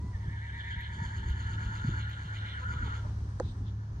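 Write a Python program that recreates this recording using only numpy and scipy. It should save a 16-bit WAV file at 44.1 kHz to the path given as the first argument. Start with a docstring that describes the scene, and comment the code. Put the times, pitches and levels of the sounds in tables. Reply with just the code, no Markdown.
"""Whinny across an outdoor arena

A horse whinnies: a high, hoarse whistle and a second, lower voice quaver together and sink, ringing
through throat and nose over rasping breath before the call breaks into grunts. Something wooden knocks
once, hooves scuff the sand and tack ticks. An engine idles far off, an insect sings and wind bumps
the microphone."""
import sys
import numpy as np
from scipy import signal
from scipy.fft import rfft, irfft, next_fast_len
from scipy.io import wavfile
from scipy.ndimage import map_coordinates

SR = 44100
rng = np.random.default_rng(int(sys.argv[2]) if len(sys.argv) > 2 else 0)


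def waveform_to_disk(signal):
    """Save audio, clipped to [-1, 1], as 16-bit WAV at the path in sys.argv[1]."""
    frames = np.transpose(np.atleast_2d(signal))
    scaled = np.clip(frames, -1, 1) * 32767
    samples = np.round(scaled).astype(np.int16)
    wavfile.write(sys.argv[1], SR, samples)


N = 176400

# Tone of the open-air bed. Each row: frequency in Hz, gain in dB.
AIR_EQ = [(100, -9.5), (300, -2.5), (600, -7.5), (950, -3), (1400, -9.5), (2500, -21), (3700, -19),
          (6300, -18), (7600, -31), (10500, -34), (13000, -46)]
# Width of that bed. Each row: frequency in Hz, left-right correlation (1 is mono).
AIR_CORRELATION = [(300, 1), (500, 0.96), (950, 0)]
# The idling hum. Each row: multiple of the firing rate, level in dB before the swells.
ENGINE_ORDERS = [(2, -43.5), (2.5, -48.5), (3, -40.5), (4, -56.5), (5.35, -59)]
# The gusts. Each row: time in seconds, level in dB.
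WIND_LEVEL = [(0, -40), (.35, -42.5), (.5, -49.5), (.85, -48.5), (1.05, -40.5), (1.95, -39.5), (2.1, -44),
              (2.5, -51.5), (2.7, -41), (4, -45)]
# Tone of the wind rumble. Each row: frequency in Hz, gain in dB.
WIND_EQ = [(15, -37), (32, -3.5), (65, 4), (110, -2.5), (170, -10), (250, -16), (400, -24.5), (900, -75.5)]
# Wind hitting the microphone. Each row: centre in seconds, peak in dB, frequency in Hz.
WIND_BUMPS = [(0.049, -29, 143), (0.152, -24, 74), (0.286, -25, 128), (1.023, -26.5, 138.2),
              (1.196, -25.5, 70.5), (1.311, -21.5, 64), (1.85, -25, 188.6), (1.886, -19, 114.9),
              (1.893, -32.5, 270), (2.26, -32, 135)]
# Hooves in sand. Each row: centre in seconds, half width in seconds, level in dB, frequency in Hz.
HOOF_SCUFFS = [(3.476, 0.032, -59, 3730), (3.679, 0.021, -62.5, 3500)]
# Tone of the knock's click. Each row: frequency in Hz, gain in dB.
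CLICK_EQ = [(900, 0), (1750, 0), (2500, -26), (4200, -14), (5200, -26), (6600, -14), (8800, -24),
            (10500, -55)]
# The ringing wood. Each row: frequency in Hz, gain in dB, seconds to fall 60 dB.
WOOD_MODES = [(373, -31.5, 0.059), (507, -13, 0.022), (820, -27.5, 0.028)]
# The arena's tail. Each row: frequency in Hz, seconds to fall 60 dB.
ARENA_DECAY = [(1500, 0.46), (8000, 0.31)]
# Stereo phase of the direct call. Each row: frequency in Hz, lead of the left side in radians.
CALL_PHASE_LEAD = [(600, -5), (900, 2.5), (1100, -3.5), (1450, -3.5), (1700, -2.5), (2000, -1),
                   (3000, -1.5), (3400, 5), (4300, 0.5), (5800, -1.5), (6600, 1.6)]
# Stereo balance of the call. Each row: frequency in Hz, left over right in dB.
CALL_BALANCE = [(600, -0.5), (900, -3), (1300, 3), (1750, -0.5), (2200, -2.5), (2900, -4.5), (3300, 4),
                (3700, -8), (4300, 2.5), (6600, -2), (8200, -3)]
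# The closing grunts. Each row: centre in seconds, level in dB before EQ, lowest pitch in Hz.
GRUNT_NOTES = [(2.629, -49, 507), (2.738, -51, 480), (2.868, -45.5, 434), (2.968, -52.5, 449),
               (3.055, -50, 303)]
# Tone of the grunts. Each row: frequency in Hz, gain in dB.
GRUNT_EQ = [(300, -16), (600, -3), (740, -8), (1000, 1), (1200, -9), (1650, -7.5), (2600, -26)]
# Resonances of throat and nose. Each row: frequency in Hz, gain in dB.
THROAT_EQ = [(250, -61.5), (600, -14), (770, -25), (900, -4), (1080, -8), (1220, -9), (1420, -0.5),
             (1520, -10.5), (1620, 2.5), (1800, -8), (2000, -15.5), (2290, -16.5), (2600, -27.5),
             (2900, -14), (3350, -13.5), (3900, -20.5), (4320, -17), (4700, -29), (5900, -43), (6700, -18),
             (7600, -41.5), (9000, -43), (13000, -54.5)]
# Extra colour of the tight mouth. Each row: frequency in Hz, gain in dB.
TIGHT_MOUTH_EQ = [(700, -9), (950, 2), (1120, -6), (1400, -1.5), (1700, -0.5), (2000, 1.5), (2600, -1.5)]
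# The breath's rasp. Each row: time in seconds, then mid, upper-mid and treble gains in dB.
RASP_GAINS = [(0, -70, -77, -57), (.19, -62.5, -61, -66), (.23, -60, -55.5, -60), (.57, -58.5, -45.5, -56),
              (.72, -64, -44, -51.5), (.83, -56, -40, -57.5), (.97, -48, -50, -45.5),
              (1.3, -52.5, -47, -47.5), (1.98, -47.5, -45.5, -44.5), (2.03, -62, -42, -54.5),
              (2.28, -51.5, -48.5, -50), (2.36, -54, -41, -49), (2.54, -54.5, -39, -65),
              (2.62, -49.5, -50, -49), (2.95, -52, -43, -48.5), (3.0, -56.5, -53, -55),
              (3.2, -60.5, -69, -68)]
# The lower voice. Each row: time in seconds, crest pitch in Hz, level in dB before the throat.
LOW_VOICE_PATH = [(0, 996, -52), (.1, 997.5, -50.5), (.2, 940, -55), (.45, 940, -52), (.8, 955, -49),
                  (.87, 940, -53.5), (1.03, 940.5, -41.5), (1.35, 915, -48), (1.8, 888, -46.5),
                  (2.3, 871.3, -50.5), (3.0, 803.4, -63)]
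# The whistle. Each row: time in seconds, crest pitch in Hz, drop into each dip in Hz,
# level in dB before the throat, roughness from 0 to 1.
WHISTLE_PATH = [(.1, 1980, 80, -67, 0.09), (.15, 1910, 119, -39.5, .05), (.2, 1870, 216.6, -56.5, 0.5),
                (.27, 1835, 219.4, -47, 0.45), (.7, 1878, 258, -36, 0.64), (.88, 1800, 202, -44, 0.57),
                (1.04, 1740, 157.2, -42, 0.45), (1.25, 1600, 189.8, -46, 0.6),
                (1.55, 1477, 165.2, -43.5, 0.21), (1.9, 1466, 146.3, -41, 0.06),
                (2.1, 1459, 110, -46.5, 0.34), (2.52, 1450, 120.9, -46.5, 0.33),
                (2.68, 1468, 257.8, -35.5, 0.01), (2.81, 1482, 370, -37.5, 0.03),
                (2.96, 1379, 345.4, -41, 0.09), (3.01, 1278, 297.4, -75, 0.2)]
# Hoarse tones around the whistle. Each row: offset in multiples of the flutter rate, gain in dB.
WHISTLE_SIDEBANDS = [(-1.5, -13), (1, 0.5), (2.5, -1), (3.5, -8)]

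FLUTTER_HZ, TOP_HZ = 162, 15700
FULL_CRY_S = [.53, .54]  # here the rasp starts to pulse and the whistle's overtones step up


def amp(db):
    """Decibels to gain."""
    return 10 ** (np.asarray(db) / 20)


def unit(x):
    """Scale to rms 1."""
    return x / np.sqrt(np.mean(x ** 2) + 1e-20)


def clock():
    """Each sample's time in seconds."""
    return np.arange(N) / SR


def along(points, hz):
    """Read (Hz, value) points on a log frequency axis."""
    freqs, values = np.transpose(points)
    return np.interp(np.log(hz + 1), np.log(freqs + 1), values)


def curves(rows):
    """One automation curve for each column after the time."""
    times, *columns = np.transpose(rows)
    return [np.interp(clock(), times, column) for column in columns]


def wobble(rate):
    """A smooth random curve, rate knots a second."""
    return map_coordinates(rng.standard_normal(int(N * rate / SR) + 4), [clock() * rate])


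def cycle(hz):
    """Running phase of a moving frequency."""
    return 2 * np.pi * np.cumsum(hz) / SR


def swell(centre_s, half_s):
    """A bell-shaped envelope."""
    return np.exp(-.5 * ((clock() - centre_s) / half_s) ** 2)


def filtered(x, response):
    """Apply a frequency response."""
    size = next_fast_len(N + SR // 2)
    return irfft(rfft(x, size) * response(np.fft.rfftfreq(size, 1 / SR)), size)[..., :N]


def eq(x, points):
    """Apply a (Hz, dB) curve."""
    return filtered(x, lambda hz: amp(along(points, hz)))


def band(hz, q):
    """Stereo noise of rms 1 in one resonance."""
    noise = rng.standard_normal((2, N))
    return unit(filtered(noise, lambda f: f / (f + 1j * q * (f * f - hz ** 2) / hz)))


def open_air(level_db=-60):
    """A soft, drifting bed of noise, centred in the bass and wide above."""
    def mid_side(hz):
        width = np.arccos(np.clip(along(AIR_CORRELATION, hz), -1, 1)) / 2
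        return amp(along(AIR_EQ, hz)) * [np.cos(width), np.sin(width)]
    mid, side = filtered(rng.standard_normal((2, N)), mid_side)
    return unit(np.array([mid + side, mid - side])) * amp(level_db + 2.4 * wobble(4.74))


def insect(hz=8250):
    """One insect sings a thin band of noise to the right, fading near the end."""
    level_db = np.interp(clock(), [0, 3.6, 3.75], [-81, -79.5, -110])
    song = unit(filtered(band(hz, q=38), lambda f: np.abs(f - hz) < 500))
    return song * amp(level_db + 1.3 * wobble(28)) * amp([[-7], [2]])


def engine(firing_hz=35, wind_follow=.44):
    """Low orders of a distant, unsteady idle; the hum swells and fades with the wind."""
    firing = cycle(firing_hz + .23 * wobble(5.62))
    wind_db, = curves(WIND_LEVEL)
    fade = amp(wind_follow * (wind_db - wind_db.mean()))
    hum = sum(amp(db + 2.06 * wobble(5.9)) * np.sin(k * firing + rng.uniform(0, 2 * np.pi))
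              for k, db in ENGINE_ORDERS)
    return np.sqrt(2) * fade * hum


def wind():
    """Gusts rumble on the microphone, with short bumps of air."""
    level_db, = curves(WIND_LEVEL)
    rumble = unit(eq(rng.standard_normal(N), WIND_EQ)) * amp(level_db + 3.56 * wobble(13))
    bumps = sum(amp(db) * swell(s, .5 / hz) * np.cos(2 * np.pi * hz * (clock() - s))
                for s, db, hz in WIND_BUMPS)
    return rumble + bumps


def tack(times_s=(.81, 1.3, 2.1), level_db=-64.5):
    """Bit and buckles tick faintly as the head moves."""
    return band(hz=14000, q=3.6) * amp(level_db) * sum(swell(s, half_s=.0023) for s in times_s)


def hooves():
    """A walking horse leaves grainy scuffs in the sand."""
    scuffs = sum(amp(db) * swell(s, half_s) * unit(filtered(band(hz, q=8.3), lambda f: f < 2 * hz))
                 for s, half_s, db, hz in HOOF_SCUFFS)
    return scuffs * amp(2 * wobble(300))


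def knock(start_s=3.3995, click_half_s=.00074, ring_lag_s=.00416, attack_s=.0019):
    """Struck wood: a dull click of contact, then a short hollow ring."""
    burst = rng.standard_normal((2, N)) * swell(start_s + click_half_s, click_half_s)
    age = np.maximum(clock() - (start_s + ring_lag_s), 0)
    ring = sum(np.sin(2 * np.pi * hz * age) * amp(db - 60 * np.minimum(age / t60, 3))
               for hz, db, t60 in WOOD_MODES)
    ring *= 1 - np.exp(-age / attack_s)
    return eq(burst, CLICK_EQ) * amp(-19) + ring * amp([[-1], [1]])


def arena_tail(x):
    """Fence and trees scatter a thin tail, different on each side."""
    hz, t, spectra = signal.stft(rng.standard_normal((2, SR // 2)), SR, nperseg=256)
    decay = amp(-60 * t / along(ARENA_DECAY, hz)[:, None])
    tail = signal.istft(spectra * decay, SR, nperseg=256)[1]
    predelayed = np.pad(x, (400, 0))[None]
    return signal.fftconvolve(predelayed, tail / np.linalg.norm(tail[0]), axes=1)[:, :N]


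def grunts(half_s=.018, swoop_hz=158.3):
    """The voice breaks into short, rough notes, each swooping down and back up."""
    notes = np.zeros(N)
    for s, db, hz in GRUNT_NOTES:
        phase = cycle(hz + swoop_hz * (1 - swell(s, 1.5 * half_s)) + 22 * wobble(400))
        notes += amp(db) * swell(s, half_s) * sum(np.sin(k * phase) for k in range(1, 7))
    return eq(notes * amp(3 * wobble(260)), GRUNT_EQ)


def quaver(dip_at_s=.275, period_s=.113, slowing_s=.00022, arch=1.3):
    """The call's steadily slowing shake: 0 on each rounded crest, 1 in the dip."""
    period_now_s = np.sqrt(period_s ** 2 + 4 * slowing_s * (clock() - dip_at_s))
    beats = (period_now_s - period_s) / (2 * slowing_s)
    fade_in = np.interp(clock(), [.08, .14], [0, 1])
    return fade_in * (1 - np.abs(np.sin(np.pi * beats)) ** 1.5) ** arch


def mouth(x, opens_s=(.85, 1.35)):
    """The tight mouth's colour fades away as it opens."""
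    tight = np.interp(clock(), opens_s, [1, 0])
    return tight * eq(x, TIGHT_MOUTH_EQ) + (1 - tight) * x


def rasp(dip, lead_s=.024):
    """Turbulent breath chopped by the flutter: lows swell on the crests, highs around the dips."""
    mid_db, upper_db, treble_db = curves(RASP_GAINS)
    noise = rng.standard_normal(N)
    chop = 1 + .5 * np.cos(cycle(FLUTTER_HZ + 40 * wobble(100)))
    breath = unit(eq(noise * chop, THROAT_EQ))
    between = lambda low_hz, high_hz: filtered(breath, lambda f: (f > low_hz) & (f <= high_hz))
    pulse = (dip - dip.mean()) * np.interp(clock(), FULL_CRY_S, [0, 1])
    early_pulse = np.roll(pulse, -round(lead_s * SR))
    mid = between(0, 1900) * amp(mid_db - 3 - 6 * pulse)
    upper = between(1900, 2540) * amp(upper_db + 6.9 * early_pulse)
    nasal = between(2730, 4206) * amp(upper_db - 3 + 7 * pulse)
    treble = between(4310, TOP_HZ) * amp(treble_db + 8 * early_pulse)
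    return amp(wobble(40.15)) * (mid + upper + nasal + treble)


def low_voice(dip, drop_hz=55.1, duck_db=9.5, lag_s=.018):
    """Two equal harmonics that duck in each dip, their pitch sagging just behind."""
    crest_hz, level_db = curves(LOW_VOICE_PATH)
    late_dip = np.roll(dip, round(lag_s * SR))
    phase = cycle(crest_hz - drop_hz * late_dip + 6 * wobble(250))
    return (np.sin(phase) + np.sin(2 * phase)) * amp(level_db - duck_db * dip + 1.6 * wobble(60))


def whistle(dip, duck_db=4, sideband_duck_db=9, overtone_lift_db=11):
    """The high, jittery voice: hoarse sidebands peak on the crests, overtones brighten in the dips."""
    crest_hz, drop_hz, level_db, roughness = curves(WHISTLE_PATH)
    jitter_hz = 105 * (roughness + .12 * dip) * wobble(600)
    phase = cycle(crest_hz - drop_hz * dip + jitter_hz)
    flutter = cycle(FLUTTER_HZ + 25 * wobble(150))
    sidebands = sum(amp(db - sideband_duck_db * dip) * np.sin(phase + k * flutter + .55 * wobble(150))
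                    for k, db in WHISTLE_SIDEBANDS)
    octave = np.sin(2 * phase + .9 * wobble(350)) * amp(6)
    third = np.sin(3 * phase + wobble(350)) * amp(-1.5)
    overtones = (octave + third) * amp(overtone_lift_db * (dip - 1))
    overtones *= np.interp(clock(), FULL_CRY_S, [.3, 1])
    hoarseness = np.sqrt(np.clip(4 * roughness, 0, 1))
    tone = np.sin(phase) + hoarseness * (sidebands + overtones)
    return tone * amp(level_db + duck_db * (dip.mean() - dip) + 2.66 * wobble(120))


def whinny(echo_s=.055, echo_db=-11.5, echo_cutoff_hz=2500, tail_db=-12.5):
    """Both voices ring through throat and mouth, heard direct, echoed once and scattered."""
    dip = quaver()
    release = np.interp(clock(), [3, 3.05], [1, 0])
    voices = eq((low_voice(dip) + whistle(dip)) * release, THROAT_EQ)
    call = mouth(voices + rasp(dip)) + grunts()
    sides = np.array([[.5], [-.5]])
    direct = filtered(call, lambda hz: np.exp(1j * sides * along(CALL_PHASE_LEAD, hz)))
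    echo = filtered(call, lambda hz: np.exp(-2j * np.pi * hz * echo_s) / (1 + (hz / echo_cutoff_hz) ** 4))
    mix = direct + amp(echo_db) * echo + amp(tail_db) * arena_tail(call)
    return filtered(mix, lambda hz: amp(sides * along(CALL_BALANCE, hz)))


def scene():
    """The whinny out front, small sounds and outdoor bed behind it."""
    return whinny() + engine() + wind() + knock() + hooves() + tack() + insect() + open_air()


def record(dry):
    """A brick-wall high cut on the whole mix."""
    return filtered(dry, lambda hz: hz < TOP_HZ)


dry = scene()
out = record(dry)
waveform_to_disk(out)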